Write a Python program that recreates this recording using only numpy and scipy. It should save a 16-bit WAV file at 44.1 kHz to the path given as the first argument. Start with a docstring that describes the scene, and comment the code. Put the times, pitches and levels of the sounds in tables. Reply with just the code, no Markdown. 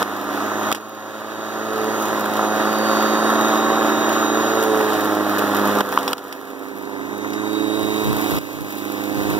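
"""A lawn of long grass: a corded electric mower cuts near a hand-held phone, its motor belted to a two-tipped blade.
Locked sine lines carry motor and blade, noise pulsed by the tips makes roar, cutting, swish and hiss; load sags the pitch.
Cord and handle snap as ringing noise bursts; the steady sound ducks after some snaps and creeps back.
Low noise puffs are wind on the two microphone ports. The phone turns away, and each channel subtracts
a late copy of the other port."""
import sys
import numpy as np
from scipy import signal
from scipy.fft import rfft, irfft, next_fast_len
from scipy.io import wavfile
from scipy.ndimage import uniform_filter1d

SR = 44100
rng = np.random.default_rng(int(sys.argv[2]) if len(sys.argv) > 2 else 0)


def amplitude_ratio(level_db):
    """Convert a level in decibels to the matching linear amplitude (field) ratio."""
    exponent = np.asarray(level_db, float) / 20
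    return 10 ** exponent


def wav_out(sig):
    """Save sig, one row per channel (or a flat mono array), as 16-bit PCM at SR to the path in sys.argv[1]."""
    wavfile.write(sys.argv[1], SR, np.round(np.clip(np.atleast_2d(sig).T, -1, 1) * 32767).astype(np.int16))


N = 414099
T = np.arange(N) / SR

# Blade speed before smoothing: time_s, rate_passes_per_s
BLADE_SPEED = [(0.1, 102.9), (0.61, 106.4), (1.5, 109.1), (1.9, 108.9), (2.24, 106.1), (3.61, 110.1),
               (4.56, 110.5), (5.17, 103.8), (5.71, 102.5), (6.12, 99.0), (6.8, 99.7), (7.48, 106.1),
               (7.76, 107.4), (8.03, 107.2), (8.23, 106.1), (8.5, 103.1), (8.78, 101.9), (9.41, 103.0)]
# Blade lines, halves from the unequal tips: pass_rate_multiple, level_db (against their layer)
BLADE_LINES = [(1, -13), (2, -6), (2.5, -15.5), (3, -6), (3.5, -9), (4, -12), (5, -9.5), (6, -13.5),
               (7, -15.5), (8, -19), (9, -18), (10, -16)]
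# Motor whine lines: shaft_rate_multiple, level_db (against the whine)
MOTOR_LINES = [(16, -5.5), (22, 0.5), (23.47, -14), (32, -8.5), (44, -12)]
# Colours of the noise layers, each normalised later: pitch_hz, relative_density_db
ROAR_COLOUR = [(40, -50), (150, -8.5), (190, -2.5), (330, 4.5), (470, 1.5), (700, -16), (1100, -34.5)]
CUT_COLOUR = [(350, -14), (600, 4), (950, -0.5), (1250, 3.5), (1800, 1), (2300, -12), (3200, -57)]
SWISH_COLOUR = [(1500, -26), (2400, 7), (3200, 2), (3850, 5.5), (5300, -9.5), (6300, -3.5), (7400, -5.5),
                (9500, -24)]
HISS_COLOUR = [(5000, -17), (8500, -14), (10500, -4.5), (14000, -2)]
PUFF_COLOUR = [(20, -18), (60, 2), (140, 8), (250, -0.5), (800, -36)]
WHISTLE_COLOUR = [(3550, -23), (3790, -5.5), (4050, -29.5)]
# Left port against right: pitch_hz, likeness_0_to_1, facing_db, facing_lag_rad, turned_db, turned_lag_rad
PORT_PATHS = [(197, 1, 0.5, 0.17, 1.5, 0.38), (664, 0.95, -6, 0.3, -7.5, 1.25),
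              (990, 0.83, -2.5, 0, -0.5, 1.3), (1377, 1, -5.5, 0.75, -4, 2.55),
              (1550, 0.97, -19.5, 2, -5, 2.55), (2650, 0.93, -6, -1.5, -2, 4.4),
              (4130, 0.05, -5.5, 0.5, -32, 4), (4800, 0.4, 3.5, 2, 5, 7.7), (6350, 0.24, 1, -2, -2, 8.3),
              (10200, 0.13, -5.5, -5, -3.5, 5.9)]
# Phone swinging away: start_s, end_s
TURN_SPAN = (6.16, 6.85)
# Cord and handle snaps, drive before the resonances: start_s, drive_db, knock_db (against the snap), rattle_t60_s
SNAP_EVENTS = [(0.0273, -11, -7, 0.025), (0.716, -11.5, -1, .02), (0.7252, -4, -27, 0.027),
               (0.7475, -12.5, -9, 0.078), (5.7673, -24, -12, .03), (5.7858, -14.5, -2, .034),
               (5.8061, -12.5, 3, .034), (5.925, -17, 2, 0.036), (5.9742, -26.5, 19, .03),
               (5.9864, -16, -15, 0.085), (6.031, -18, -15, .03), (6.078, -7, -11, 0.061),
               (6.1186, -23, -6, 0.051), (6.1313, -6.5, -13, 0.021), (6.18, -20, -6, 0.051),
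               (6.325, -17.5, -10, 0.06), (7.333, -18.5, -14, 0.057), (8.3847, -17, -22, 0.034)]
# Ducking of the steady sound: start_s, drop_db
DUCK_EVENTS = [(0.029, 8), (0.728, 9.5), (0.785, 13), (5.816, 8.5), (6.136, 14.5), (8.388, 11)]
# Wind puffs, added to a faint floor: middle_s, left_level_db
WIND_PUFFS = [(7.86, -34), (8.1, -20), (8.37, -22.5), (8.6, -24), (9.2, -28), (9.32, -28)]
# Grass cutting: time_s, cutting_level_db, treble_offset_db
CUT_LEVEL = [(0.0, -22, -2), (0.5, -23, -1.5), (1.3, -26.5, 0), (1.8, -25, -1.5), (2.4, -24, -2),
             (3.4, -20, -2.5), (4.4, -22, -1.5), (5.2, -24, -1.5), (6.0, -21.5, -2.5), (6.7, -29, -1.5),
             (7.4, -32, -2), (8.0, -28, 4.5), (8.7, -28, 4.5), (9.39, -28.5, 3)]
# Level laws against the cutting: unloaded_db, slope_db_per_unit_load, turned_extra_db
# (for whine and whistle the load is the lost speed alone, in passes per s)
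ROAR_LAW = (-5.5, 0.26, 2.8)
SWISH_LAW = (-10.5, 0.13, 0.1)
HISS_LAW = (-11, 0.47, -1.1)
HUM_LAW = (0.067, -0.11, 5.7)
WHINE_LAW = (-16, -1.05, 3.8)
WHISTLE_LAW = (-12, -1.34, 6.9)
# Clearest thuds on a clump: start_s
CLUMP_TIMES = [2.602, 4.805, 5.119]
# Clearest cracks of a stalk: start_s
STALK_TIMES = [2.0231, 2.2086, 2.256, 2.369, 4.6376, 5.3869, 7.1803]
# Right port's wind against the left: facing_db, turned_db
LEE_LEVEL = (-28, -5.5)
# Pitches reinforced or cancelled as mower and phone shift: middle_s, half_length_s, pitch_hz, peak_db
PITCH_SWELLS = [(0.24, 0.34, 284, 9.5), (0.3, 0.53, 530, -14), (1.81, 0.2, 446.5, 18.5),
                (1.9, 1.64, 285.5, -15), (3.2, 1.4, 215, 5.5), (0.23, 0.38, 3790, -16),
                (3.3, 1.14, 110.3, -7), (4, 2.5, 755, 5.5), (2.94, 0.35, 4720, 7), (1.8, 0.3, 3790, -6.5),
                (3.95, 0.53, 4800, -12), (2.8, 0.35, 6420, 2), (3.86, 0.63, 9620, -13),
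                (4.79, 0.38, 435.4, 16.5), (5.9, 3.1, 404.6, 8), (5.24, 0.37, 317.3, 12),
                (5.704, 0.37, 203, 10.5), (6.6, 0.55, 100.5, -8.5), (5.6, 0.5, 6200, -11),
                (6.9, 0.55, 6080, -5), (5.5, 0.65, 102, 3.5), (7.68, 0.48, 3790, 6.5),
                (6.42, 0.58, 202, -11.5), (7.6, 0.42, 321, 9), (7.6, 0.79, 437, 11.5),
                (8.497, 0.19, 211, -13), (9.27, 1.05, 310, 7)]

BELT_RATIO = 30 / 11  # motor turns per blade pass
FREE_RATE, INERTIA_S, LOAD_SMOOTH_S = 111.23, 0.31, 0.11  # passes per s unloaded; s; s
SHAFT_DB = -3.5  # the motor shaft's own line against the hum
CLUMP_SIZE, STALK_SIZE = 2.9, 2  # against an average random hit
HUM_TOP_HZ = 470  # blade lines above this follow the cutting
SWELL_WIDTH = 0.04  # share of the swell's pitch
SWELL_STEP = 512  # samples between swell values
WHISTLE_HZ = 3790
KNOCK_T60_S = 0.018
CROSS_LAG = 20  # samples


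def unit(x):
    """Scales to rms 1."""
    return x / np.sqrt(np.mean(x ** 2) + 1e-20)


def along(points, hz):
    """Reads the columns of a spectrum table on a log pitch axis."""
    pitch_hz, *columns = np.transpose(points)
    return [np.interp(np.log(hz + 1), np.log(pitch_hz + 1), column) for column in columns]


def curves(rows):
    """Draws one value per sample for each column after the time."""
    time_s, *columns = np.transpose(rows)
    return [np.interp(T, time_s, column) for column in columns]


def wobble(rate):
    """Joins random knots with straight lines, rate knots a second."""
    knots = rng.standard_normal(int(N * rate / SR) + 4)
    return np.interp(T * rate, np.arange(len(knots)), knots)


def filtered(x, response):
    """Multiplies the spectrum by a complex response of frequency."""
    size = next_fast_len(N + 8192)
    spectrum = rfft(x, size) * response(np.fft.rfftfreq(size, 1 / SR))
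    return irfft(spectrum, size)[..., :N]


def rush(colour, gate):
    """Makes two unrelated noises of one colour, gated alike."""
    noise = gate * rng.standard_normal((2, N))
    return unit(filtered(noise, lambda hz: amplitude_ratio(along(colour, hz)[0])))


def turned():
    """Runs from 0 while the phone faces the mower to 1 once it has swung away."""
    return np.interp(T, TURN_SPAN, [0, 1])


def mower():
    """Turns one blade speed into lines and air noise; row 2 is a second noise draw for what the ports do not share."""
    smooth = round(LOAD_SMOOTH_S * SR)
    rate = uniform_filter1d(curves(BLADE_SPEED)[0], smooth)
    angle = 2 * np.pi * np.cumsum(rate) / SR
    cut_db, treble_db = curves(CUT_LEVEL)
    lost_speed = FREE_RATE - rate
    # lost speed plus the braking felt over the inertia of motor and blade
    load = uniform_filter1d(lost_speed - INERTIA_S * SR * np.gradient(rate), smooth)
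    # each tip's pass sweeps a puff of air and grass; one tip is stronger
    sweep = np.cos(angle) + 0.47 * np.cos(angle / 2) + 0.55 * np.cos(2 * angle)
    air = air_noise(rate, angle, sweep, load, cut_db, treble_db)
    tones = drive_lines(rate, angle, load, lost_speed, cut_db)
    tones += whistle(rate, sweep, lost_speed, cut_db)
    return np.array([tones + air[0], air[1]])


def layer_db(law, cut_db, load):
    """A layer follows the cutting, the load and the turn of the phone."""
    unloaded_db, per_load_db, turned_db = law
    return cut_db + unloaded_db + per_load_db * load + turned_db * turned()


def swell_db(hz):
    """Shifting positions reinforce or cancel narrow bands; hz is one pitch or a pitch per sample."""
    coarse_s = T[::SWELL_STEP]
    coarse_hz = hz[::SWELL_STEP] if np.ndim(hz) else hz
    total_db = 0
    for middle_s, half_s, centre_hz, db in PITCH_SWELLS:
        near_time = ((coarse_s - middle_s) / half_s) ** 2
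        near_pitch = (np.log(coarse_hz / centre_hz) / SWELL_WIDTH) ** 2
        total_db += db * np.exp(-near_time - near_pitch)
    return np.interp(T, coarse_s, total_db)


def line(multiple, rate, angle, level_db):
    """A sine locked to the blade; lines nearly in step add up to one beat per pass."""
    gain = amplitude_ratio(level_db + swell_db(multiple * rate))
    return gain * np.sqrt(2) * np.cos(multiple * angle + rng.normal(0, 0.72))


def drive_lines(rate, angle, load, lost_speed, cut_db):
    """Shaft, blade and motor whine share one rotation through the belt ratio."""
    hum_db = layer_db(HUM_LAW, cut_db, load)
    whine_db = layer_db(WHINE_LAW, cut_db, lost_speed)
    tones = line(BELT_RATIO, rate, angle, hum_db + SHAFT_DB + 2.54 * wobble(8.4))
    for multiple, db in BLADE_LINES:
        # low lines carry round the phone, upper ones are shaded like the cutting
        if multiple * FREE_RATE < HUM_TOP_HZ:
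            level_db = hum_db
        else:
            level_db = cut_db + 1.4 * turned() + 2.9 * wobble(3.2)
        tones += line(multiple, rate, angle, level_db + db)
    for multiple, db in MOTOR_LINES:
        tones += line(multiple * BELT_RATIO, rate, angle, whine_db + db + 3.8 * wobble(4.9))
    return tones


def whistle(rate, sweep, lost_speed, cut_db):
    """A housing resonance sings unsteadily, pumped by the passes, in a halo of air noise."""
    level_db = layer_db(WHISTLE_LAW, cut_db, lost_speed) + swell_db(WHISTLE_HZ)
    pitch_hz = WHISTLE_HZ + 5 * (rate - 108) + 9 * wobble(30)
    gain = amplitude_ratio(level_db + 1.5 + 1.7 * wobble(20) + 2.6 * sweep)
    tone = gain * np.sin(2 * np.pi * np.cumsum(pitch_hz) / SR)
    halo = amplitude_ratio(level_db - 3.0) * rush(WHISTLE_COLOUR, 1)[0]
    return tone + halo


def grass_hits(rate, angle, load):
    """Some passes thud on a clump or crack a stalk, more often under load: sudden rises that fade in milliseconds."""
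    passes = np.diff(angle // (2 * np.pi), prepend=0)
    chance = (9 + 3 * np.abs(load)) / rate
    struck = rng.random((2, N)) < chance
    hits = passes * struck * np.minimum(rng.exponential(size=(2, N)), 1.6)
    for row, (times, size) in enumerate([(CLUMP_TIMES, CLUMP_SIZE), (STALK_TIMES, STALK_SIZE)]):
        hits[row, np.round(np.multiply(times, SR)).astype(int)] = size
    fades = np.exp(-T[:SR // 20] / [[0.004], [0.003]])  # time constants in s: clump, stalk
    return signal.fftconvolve(hits, fades, axes=1)[:, :N]


def air_noise(rate, angle, sweep, load, cut_db, treble_db):
    """Tip sweeps and grass hits pulse four noises: roar, cutting, swish and hiss."""
    tuft = wobble(16)  # thicker and thinner grass under the blade
    clumps, stalks = grass_hits(rate, angle, load)
    roar_db = layer_db(ROAR_LAW, cut_db, load)
    swish_db = layer_db(SWISH_LAW, cut_db, load) + 0.87 * treble_db
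    hiss_db = layer_db(HISS_LAW, cut_db, load) + treble_db
    air = amplitude_ratio(roar_db) * rush(ROAR_COLOUR, amplitude_ratio(1.9 * sweep + 1.8 * clumps))
    air += amplitude_ratio(cut_db + 0.75 * tuft) * rush(CUT_COLOUR, amplitude_ratio(1.25 * sweep + 3.2 * clumps))
    air += amplitude_ratio(swish_db + 1.3 * tuft) * rush(SWISH_COLOUR, amplitude_ratio(0.47 * sweep + 3.7 * stalks))
    air += amplitude_ratio(hiss_db + 1.2 * tuft) * rush(HISS_COLOUR, amplitude_ratio(0.99 * sweep + 8.2 * stalks))
    return air


def ring(hz, centre_hz, width_hz):
    """A damped resonance, as a band-pass response."""
    damping = 1j * hz * width_hz
    return damping / (centre_hz * centre_hz - hz * hz + damping)


def snaps():
    """Each snap of cord or handle is a bright burst with a plastic ring and a duller knock."""
    bright, dull, t = np.zeros((2, N + SR)), np.zeros(N + SR), T[:SR // 8]
    for start_s, db, knock_db, rattle_t60 in SNAP_EVENTS:
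        start = round(start_s * SR)
        crack = amplitude_ratio(db + 3.0 - 60 * t / 0.0071)
        rattle = amplitude_ratio(db - 5.5 - 60 * t / rattle_t60)
        onset = 1 - np.exp(-t / (0.012 * rattle_t60))  # long rattles start softer
        bright[:, start:][:, :len(t)] += (crack + rattle) * onset * rng.standard_normal((2, len(t)))
        knock = amplitude_ratio(db + knock_db - 60 * t / KNOCK_T60_S) * np.minimum(t / 0.0006, 1)
        dull[start:][:len(t)] += knock * (1.0 + rng.standard_normal(len(t)))  # a push plus noise
    out = filtered(bright[:, :N], lambda hz: 1.09 * ring(hz, 2960, 1660) + 0.27 * ring(hz, 11300, 17000))
    out[0] += filtered(dull[:N], lambda hz: 7 * ring(hz, 1150, 1040) ** 2
                       + 0.51 * ring(hz, 380, 400) + 0.19 * ring(hz, 55, 90))
    return out


def wind():
    """Low noise puffs, unrelated on the two ports; the right port is in the lee."""
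    gain = amplitude_ratio(-42.0) + sum(amplitude_ratio(db) * np.exp(-((T - middle_s) / 0.061) ** 2) for middle_s, db in WIND_PUFFS)
    facing_db, turned_db = LEE_LEVEL
    lee = amplitude_ratio(facing_db + (turned_db - facing_db) * turned())
    return np.array([gain, gain * lee]) * rush(PUFF_COLOUR, 1)


def ducking():
    """The level falls within 2 ms and climbs back at 12 dB a second; the deepest dip rules."""
    dips = []
    for start_s, drop_db in DUCK_EVENTS:
        fall = np.clip((T - start_s) / .002, 0, 1)
        dips.append(fall * np.minimum(12 * (T - start_s) - drop_db, 0))
    return amplitude_ratio(np.min(dips, axis=0))


def left_path(pair, pose):
    """The left port in one pose (0 facing, 1 turned): shared sound recoloured and lagged, plus sound of its own."""
    def response(hz):
        """Gives the gains of the shared sound and of the port's own."""
        likeness, *poses = along(PORT_PATHS, hz)
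        likeness = np.clip(likeness, 0, 1)
        db, lag_rad = poses[2 * pose:2 * pose + 2]
        return amplitude_ratio(db) * np.array([likeness * np.exp(-1j * lag_rad), np.sqrt(1 - likeness ** 2)])
    return filtered(pair, response).sum(axis=0)


def ports(pair):
    """The left port crossfades between its two poses; the right port hears the first row as it is."""
    left = (1 - turned()) * left_path(pair, 0) + turned() * left_path(pair, 1)
    return np.array([left, pair[0]])


def scene():
    """Mower, snaps and wind as the two ports hear them, with mower and wind ducked."""
    duck = ducking()
    return ports(duck * mower() + snaps()) + duck * wind()


def top_cut(x):
    """Nothing passes above the cut-off."""
    return signal.sosfilt(signal.butter(12, 16480, fs=SR, output="sos"), x)


def record(dry):
    """Each channel takes away a late copy of the other port, which widens the picture; peaks beyond full scale clip."""
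    late = np.pad(dry[::-1], ((0, 0), (CROSS_LAG, 0)))[:, :N]
    # the copy is a little duller at the top
    wide = dry - filtered(late, lambda hz: 0.65 / (1 + (hz / 17000) ** 4))
    # the microphones lose the deepest bass; the top ends sharply at 15750 Hz
    wide = filtered(wide, lambda hz: (hz < 15750) * hz ** 2 / (hz ** 2 + 55 ** 2))
    return top_cut(np.clip(wide, -1, 1))


dry = scene()
out = record(dry)
wav_out(out)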